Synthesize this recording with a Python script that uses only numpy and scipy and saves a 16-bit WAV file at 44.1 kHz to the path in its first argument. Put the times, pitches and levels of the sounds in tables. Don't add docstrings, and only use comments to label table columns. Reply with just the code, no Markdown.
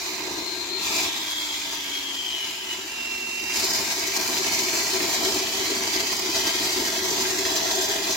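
import sys
import numpy as np
from scipy import signal
from scipy.fft import rfft, irfft
from scipy.io import wavfile
from scipy.ndimage import uniform_filter1d, map_coordinates

SR = 44100
rng = np.random.default_rng(int(sys.argv[2]) if len(sys.argv) > 2 else 0)


def int16_out(signal):
    q = np.round(np.clip(np.atleast_2d(signal).T, -1, 1) * 32767)
    wavfile.write(sys.argv[1], SR, q.astype(np.int16))


N = 359856
T = np.arange(N) / SR
HZ = np.maximum(np.fft.rfftfreq(N, 1 / SR), 1)

# time_s, level_db
BITE = [(0, -34.5), (.3, -37.5), (.77, -40), (.875, -29), (1.04, -28), (1.11, -34.5), (1.42, -34),
        (2.15, -37.5), (3.3, -38), (3.5, -34.5), (3.545, -26), (3.78, -27.5), (3.95, -27.5), (5.05, -28),
        (5.45, -29), (6.45, -28), (7.799, -29.5), (8.16, -30)]
# time_s, rise_db, length_s
GRABS = [(0.536, 1, .035), (1.01, 0.5, 0.031), (1.74, 3.5, 0.035), (1.967, 2, 0.078), (2.474, 2, 0.11),
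         (2.728, 4, 0.033), (3.323, 3, 0.032), (3.573, 0.5, 0.02), (3.6, 2.5, .012), (3.762, 1, .02),
         (3.79, 3.5, 0.032), (3.85, 3, 0.0074), (3.927, 0.5, 0.007), (4.169, 4, 0.018),
         (4.201, 3.5, 0.0089), (4.362, 3, 0.042), (4.474, 1, 0.03), (5.26, 2, 0.051), (5.593, 0.5, 0.053),
         (5.702, 1.5, 0.027), (5.882, 3, 0.023), (5.948, 3.5, .025), (6.006, 5.5, 0.015), (6.132, 5, 0.017),
         (6.198, 2.5, 0.0065), (6.367, 3.5, 0.051), (6.47, 5, 0.018), (6.7, 1, 0.03), (7.054, 1.5, .035),
         (7.217, 4, 0.067), (7.308, 2.5, 0.013), (7.467, 1, 0.042), (7.756, 1, 0.15)]
# time_s, fall_db, half_length_s
SLIPS = [(3.96, 0.5, 0.036), (5.504, 1.5, 0.063), (6.32, 1.5, 0.016), (7.005, 3, 0.02), (8.06, 2, 0.011)]
# pitch_hz, gain_db
GRIND_TONE = [(25, -28), (48, -13), (95, -7), (150, -11.5), (230, -3.5), (330, -4.5), (490, -7.5),
              (800, 5.5), (1400, -2.5), (2000, -7), (4500, 1.5), (7500, 1.5), (8100, -10.5), (15500, -10.5)]
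# pitch_hz, width_hz, left_db, right_db
RESONANCES = [(308.6, 29, 3.5, 5), (377.3, 74, 10.5, 3), (414, 21, 4.5, 0), (513, 45, -18.5, 0.5),
              (610, 90, -9, -3), (658, 28, 12.5, 3), (790, 110, -6.5, -0.5), (930, 117, 6.5, 5.5),
              (1250, 140, 2, 3), (1463, 126, -8.5, -13.5), (1588, 36, 8.5, 2), (1860, 180, 0, 0.5),
              (2346, 380, 1.5, 5), (2890, 54, -12, -14), (2980, 110, 4, -4.5), (3994, 280, 6, -2),
              (4300, 58, -3, 0), (4420, 97, 3.5, 3), (4880, 160, 3, 5.5), (5260, 110, 4, 5.5),
              (5370, 80, -7, -3), (5520, 60, 3, 5.5), (5590, 150, -13, -1), (5945, 200, 4, 4),
              (6700, 650, 5.5, -2.5), (7880, 54, -7, -6), (7960, 45, 9, 5), (8050, 120, -5, -5),
              (8230, 60, 4, 4), (8470, 80, -14, 0), (13560, 660, 4.5, 7)]
# pitch_hz, level_db
EAR_DIFFERENCE = [(40, -37), (130, -20), (350, -22), (700, -4.5), (1400, -2), (3000, -0.5), (5000, -3.5),
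                  (15000, -2)]
# time_s, left_minus_right_db
GRIND_PAN = [(0, -0.5), (.2, -3.5), (.55, 3), (.8, 2), (1.05, 0), (1.5, 0), (3.5, -0.1), (8.16, -1)]
# time_s, depth_0_to_1
BLADE_DEPTH = [(3.7, 0.1), (5.2, 0.29), (6.8, 0.35), (7.6, 0.73)]
# shallow_hz, deep_hz, width_hz, shallow_db, deep_db
GROOVE_PEAKS = [(1930, 1900, 410, -0.5, 9.5), (1980, 2260, 180, 1, -0.5), (2460, 2180, 150, 2.5, -14),
                (3380, 3600, 170, -6, 3), (3690, 3700, 51, -6.5, -7), (4220, 5600, 77, 1, 4),
                (6100, 6440, 240, -2, 7.5), (7140, 6700, 210, -1, -6.5)]
# start_s, end_s, pitch_hz, width_hz, rise_db
RUBS = [(.55, 1.4, 3400, 420, 7.5), (0.723, 1.19, 2580, 300, 8), (3.52, 3.98, 4930, 1200, 2.5),
        (3.4, 5.2, 1850, 160, 1), (3.45, 7, 2320, 350, 2.5), (4.4, 7.003, 4320, 130, 4.5),
        (4.897, 6.9, 3115, 110, 8), (4.948, 8.3, 3294, 70, 9), (5.5, 6.9, 4720, 320, 3.5),
        (6.195, 6.8, 2390, 400, 4), (7.004, 8.11, 6100, 700, 1.5), (7.3, 8.2, 3990, 140, 1)]
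# pitch_hz, swing_db
ROCKING = [(500, 0), (1200, 1.9), (2200, 3.3), (5500, 3.0), (9000, 3.0), (15000, 2.6)]
# time_s, level_db
SLAB_DRUMMING = [(0, -47), (.33, -35), (.55, -43), (1.07, -39), (1.3, -51.5), (2.1, -49), (2.75, -48),
                 (3.15, -48), (3.48, -44.5), (3.6, -40.5), (4.1, -39.5), (5.1, -36), (5.32, -32),
                 (5.5, -36.5), (6.65, -35.5), (7.1, -35.5), (7.28, -34.5), (7.6, -37), (8.16, -38)]
# time_s, slab_change_db, drone_rise_db
KICKS = [(.419, 3, 3), (.76, -3, 12), (1.016, 0, 5), (2.79, 7, 6), (3.646, 6, 12), (3.818, 6, 12),
         (4.086, -6, 13), (4.3, 10, 2), (4.405, 4, 13), (4.677, -2, 15), (4.952, 2, 12.5), (5.02, 5, 2),
         (5.234, 6, 7), (5.281, -7, 16), (5.365, 4, 15.5), (5.428, -6, 11.5), (5.616, 4, 17),
         (5.715, 10, 4), (5.81, 3.5, 12), (5.963, -2, 11), (6.034, 4, 9.5), (6.286, 6.5, 7), (6.375, -1, 3),
         (6.555, -1, 3), (6.824, 6, 10), (7.05, 2, 11.5), (7.11, 5.5, 7), (7.211, 1, 12), (7.27, -2, 15),
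         (7.337, -2, 14), (7.407, 0, 12), (7.459, 3, 12), (7.79, -2, 17), (7.904, -3, 16), (8.013, 4.5, 9),
         (8.102, -1, 15.5)]
# start_s, end_s, pitch_hz, fall_hz_per_s, bend_at_ends_hz, level_db, left_minus_right_db, roughness
BLADE_NOTES = [(0.349, 0.695, 4240, 33, 0.5, -39.5, 23, 0.78),
               (0.679, 0.85, 4230, 156, 1, -30.5, 21.5, 0.63), (.97, 1.2, 3320, 100, 0, -36, 0, 1.1),
               (1.172, 1.616, 3285, 108, 0, -31.5, 0, 0.74),
               (1.799, 2.433, 3255, 107.5, 1.5, -34.5, 5, 0.9), (2.06, 2.462, 3090, 131, 1, -32.5, 8, 0.66),
               (2.24, 2.55, 2950, 156, -2, -31, 3, 0.3), (2.566, 2.843, 2935, 0, 0.5, -32, 0, 0.84),
               (2.869, 3.636, 2726, 3, 42.5, -30, -6.5, 0.38)]
# pitch_hz, rough_width_hz, gain_db
GUARD_NOTES = [(398, 37, 6.5), (666.5, 44, 9), (740, 38, 3), (1590, 54, -18), (1860, 140, -8)]
# time_s, speed_hz
MOTOR_SPEED = [(0, 355), (.6, 353), (.9, 335), (1.2, 311), (1.7, 292), (2.15, 275), (2.9, 252), (3.2, 245),
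               (3.6, 246)]
# start_s, end_s, level_db
HUM_SWELLS = [(-.2, 0.9, -45), (1.1, 2.273, -48.5), (2.84, 3.595, -52.5)]
# pitch_hz, gain_db
AIR_TONE = [(25, -13), (48, 12), (100, 6), (160, -22), (500, 1), (2000, -46), (15000, -60)]

FREE_BITE_DB, LOADED_BITE_DB = -37, -30
USUAL_DRUM_DB, LOADED_MOTOR_HZ = -35.5, 246
SIDES = np.array([[.5], [-.5]])


def grinding(blade_angle, motor_hz, bite_db, drum_db, load, chatter_db):
    force_db = chatter_db + 0.21 * wobble(47) + (.9 - 1.04 * load) * np.cos(blade_angle)
    sound = groove(ringing_parts())
    deck, slab, guard, disc = (shape(sound, 1 / (1 + (HZ / hz) ** 10)) for hz in (290, 520, 1450, 3600))
    push_db = bite_db - LOADED_BITE_DB
    throb_db = 2.05 * shiver(21.2) + kicks()[0]
    shake_db = drum_db - USUAL_DRUM_DB + throb_db
    thud = unit(deck) * undb(-45.5 + 0.54 * push_db + 0.54 * shake_db + 0.7 * force_db)
    drum = unit(slab - deck) * undb(drum_db - 2 + throb_db + 0.46 * force_db)
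    speed_db = 0.025 * (motor_hz - LOADED_MOTOR_HZ)
    growl = unit(guard - slab) * undb(-38.5 + 0.63 * push_db + 0.25 * shake_db + force_db + speed_db)
    ring = unit(disc - guard) * undb(-32 + 0.55 * push_db + 0.68 * force_db + 1.17 * load * snags())
    hiss = unit(sound - disc) * undb(bite_db + 2 + force_db + load * snags())
    return thud + drum, growl + ring + hiss


def grit(hits_per_s, unevenness_db):
    hits = rng.random(N) < hits_per_s / SR
    strength = rng.standard_normal(N)
    extra_db = unevenness_db * np.minimum(rng.exponential(size=N), 5)
    return unit(hits * strength * undb(extra_db))


def ringing_parts():
    shared, around = (echoes(grit(hits_per_s=20000, unevenness_db=1.53)) for _ in range(2))
    spread = undb(spectrum(EAR_DIFFERENCE))
    shared = shape(shared, 1 / np.hypot(1, spread))
    around = shape(around, spread / np.hypot(1, spread))
    ears = []
    for ear, hits in enumerate((shared + around, shared - around)):
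        peaks_db = sum(ear_db[ear] * peak(HZ, hz, width) for hz, width, *ear_db in RESONANCES)
        ears.append(shape(hits, ringing_filter(spectrum(GRIND_TONE) + peaks_db)))
    return np.array(ears)


def chatter(load, attack_share=0.71, release_share=0.62, slack_s=0.3, slack_share=0.16):
    db = (0.5 + 0.26 * load) * shiver(26)
    for time_s, rise_db, length_s in GRABS:
        near = np.abs(T - time_s) < .4
        lag = T[near] - time_s
        width_s = length_s * np.where(lag < 0, attack_share, release_share)
        grab = np.exp(-(lag / width_s) ** 2)
        slack = slack_share * np.exp(-(lag / slack_s) ** 2)
        db[near] += rise_db * (grab - slack)
    return db - sum(fall_db * bump(T - time_s, half_s) for time_s, fall_db, half_s in SLIPS)


def snags(per_s=45, fade_s=.011):
    hits = (rng.random(N) < per_s / SR).astype(float)
    push = signal.lfilter([1], [1, -np.exp(-1 / (fade_s * SR))], hits)
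    return unit(push - push.mean())


def kicks(half_length_s=0.017):
    slab_db, drone_db = np.zeros((2, N))
    for time_s, slab_change_db, drone_rise_db in KICKS:
        near = np.abs(T - time_s) < .15
        kick = bump(T[near] - time_s, half_length_s)
        slab_db[near] += slab_change_db * kick
        drone_db[near] += drone_rise_db * kick
    return slab_db, drone_db


def groove(sound, rub_fade_s=0.17):
    hz, t, frames = signal.stft(sound, SR, nperseg=2048)
    depth = np.interp(t, *np.transpose(BLADE_DEPTH))
    db = 0
    for shallow_hz, deep_hz, width, shallow_db, deep_db in GROOVE_PEAKS:
        centre = shallow_hz + (deep_hz - shallow_hz) * depth
        db += (shallow_db + (deep_db - shallow_db) * depth) * peak(hz[:, None], centre, width)
    for start, end, centre, width, rise_db in RUBS:
        contact = np.clip(np.minimum(t - start, end - t) / rub_fade_s, 0, 1)
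        db += rise_db * contact * peak(hz[:, None], centre, width)
    patches = rng.standard_normal((3, len(hz), len(t)))
    for _ in range(2):
        patches = uniform_filter1d(uniform_filter1d(patches, size=4, axis=1), size=5, axis=2)
    patches = unit(patches[0] + patches[1:] * .5)
    patches -= .33 * (patches ** 2 - 1)
    rocking_db = patches * np.interp(hz, *np.transpose(ROCKING))[:, None]
    return signal.istft(frames * undb(db + rocking_db), SR)[1][:, :N]


def echoes(sound, die_away_s=.13, wander_share=.005):
    tail = rng.standard_normal(N) * undb(-60 * T / die_away_s)
    tail /= np.sqrt(np.sum(tail ** 2))
    share = undb(-1) * HZ / (HZ + 1800) / (1 + (HZ / 11000) ** 4)
    echoing = shape(sound, (1 + share * rfft(tail)) / np.hypot(1, share))
    position = np.cumsum(1 + wander_share * wobble(0.93))
    return unit(map_coordinates(echoing, [position], order=3, mode="mirror"))


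def singing_blade(blade_angle, chatter_db, swell_db=11.5, attack_s=0.13, release_s=0.11):
    out = np.zeros((2, N))
    waver_hz = 16 * wobble(97)
    flutter_db = 3.2 * shiver(21) + 3.2 * np.cos(blade_angle)
    for start, end, hz, fall_hz_per_s, bend_hz, db, pan_db, roughness in BLADE_NOTES:
        on = (T > start) & (T < end)
        t = T[on]
        edge_fade = np.clip(np.minimum(t - start, end - t) / 0.016, 0, 1)
        swell = np.clip(np.minimum((t - start) / attack_s, (end - t) / release_s), 0, 1)
        lag = t - t.mean()
        pitch_hz = hz - fall_hz_per_s * lag + bend_hz * (2 * lag / (end - start)) ** 2
        phase = turning(pitch_hz + roughness * waver_hz[on]) + 0.074 * np.sin(blade_angle[on])
        level_db = db - swell_db * (1 - swell) + roughness * flutter_db[on] + 0.33 * chatter_db[on]
        faces = np.array([np.sin(phase), np.sin(phase + 1.55)])
        out[:, on] += edge_fade * undb(level_db + SIDES * pan_db) * faces
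    return out


def rim_rasp(blade_angle, motor_hz, pitch_multiple=11.45):
    phase = turning(pitch_multiple * motor_hz)
    band = np.array([wobble(470) * np.cos(phase) + wobble(280) * np.sin(phase) for _ in range(2)])
    level_db = -38.5 + 2.5 * ramp(start_s=0, length_s=0.86) + 0.43 * np.cos(blade_angle)
    return band * undb(level_db) * (1 - ramp(start_s=2.51, length_s=0.89))


def housing_drone(drum_db, pitch_hz=377.7, waver_hz=6.99):
    phase = turning(pitch_hz + waver_hz * wobble(13.9))
    level_db = -42 + 0.62 * (drum_db - USUAL_DRUM_DB) + shiver(13) + kicks()[1]
    return np.sin(phase) * undb(level_db + SIDES * 5.5)


def guard_rattle(bite_db, drum_db, chatter_db):
    level_db = -40.5 + 0.8 * (drum_db - USUAL_DRUM_DB) + 0.95 * (bite_db - LOADED_BITE_DB)
    lean_db = 7.5 * ramp(start_s=7.36, length_s=0.22)
    notes = sum(undb(db) / (1 + 1j * (HZ - hz) / (0.69 * width)) ** 2 for hz, width, db in GUARD_NOTES)
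    middle, side = (shape(grit(hits_per_s=2500, unevenness_db=0.57), notes) for _ in range(2))
    buzz = unit(np.array([middle + 0.81 * side, middle - 0.58 * side]))
    return buzz * undb(level_db + lean_db + chatter_db + 1.6 * wobble(30))


def motor_hum(motor_hz, fade_s=0.13):
    swell = sum(undb(db) * ramp(start, fade_s) * (1 - ramp(end - fade_s, fade_s))
                for start, end, db in HUM_SWELLS)
    phase = turning(motor_hz * (1 + 0.0072 * wobble(23)))
    hum = unit(np.sin(phase) + undb(-14.5) * np.sin(2 * phase))
    return swell * undb(0.37 * wobble(9.3)) * hum


def rooftop_air(level_db=-64.5):
    gain = undb(level_db + 2.3 * wobble(0.87))
    return gain * unit(shape(rng.standard_normal(N), undb(spectrum(AIR_TONE))))


def undb(db):
    return 10 ** (np.asarray(db) / 20)


def unit(x):
    return x / np.sqrt(np.mean(x ** 2))


def curve(table):
    return np.interp(T, *np.transpose(table))


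def spectrum(table):
    hz, db = np.transpose(table)
    return np.interp(np.log(HZ), np.log(hz), db)


def shape(x, gain):
    return irfft(rfft(x) * gain, N)


def ringing_filter(db):
    cepstrum = irfft(np.log(undb(db)), N)
    return np.exp(rfft(2 * cepstrum * (np.arange(N) < N // 2)) - cepstrum[0])


def peak(hz, centre_hz, width_hz):
    return 1 / (1 + (2 * (hz - centre_hz) / width_hz) ** 2)


def bump(distance, half_width):
    return 1 / (1 + (distance / half_width) ** 4)


def ramp(start_s, length_s):
    return np.clip((T - start_s) / length_s, 0, 1)


def wobble(rate_hz):
    return unit(shape(rng.standard_normal(N), bump(HZ, rate_hz)))


def shiver(rate_hz):
    swing = wobble(rate_hz)
    return unit(swing - uniform_filter1d(swing, size=9000))


def turning(hz):
    return 2 * np.pi * np.cumsum(hz) / SR


def scene(gear_ratio=5.35):
    motor_hz, bite_db, drum_db, pan_db = map(curve, (MOTOR_SPEED, BITE, SLAB_DRUMMING, GRIND_PAN))
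    blade_angle = turning(motor_hz * (1 + 0.024 * wobble(4.4)) / gear_ratio)
    load = np.clip((bite_db - FREE_BITE_DB) / (LOADED_BITE_DB - FREE_BITE_DB), 0, 1)
    chatter_db = chatter(load)
    bass, grind = grinding(blade_angle, motor_hz, bite_db, drum_db, load, chatter_db)
    scraping = (grind + rim_rasp(blade_angle, motor_hz)) * undb(SIDES * pan_db)
    singing = singing_blade(blade_angle, chatter_db)
    body = housing_drone(drum_db) + guard_rattle(bite_db, drum_db, chatter_db) + motor_hum(motor_hz)
    return bass + scraping + singing + body + rooftop_air()


def record(dry, top_hz=15800):
    return signal.sosfilt(signal.ellip(10, .2, 80, top_hz, fs=SR, output="sos"), dry)


dry = scene()
out = record(dry)
int16_out(out)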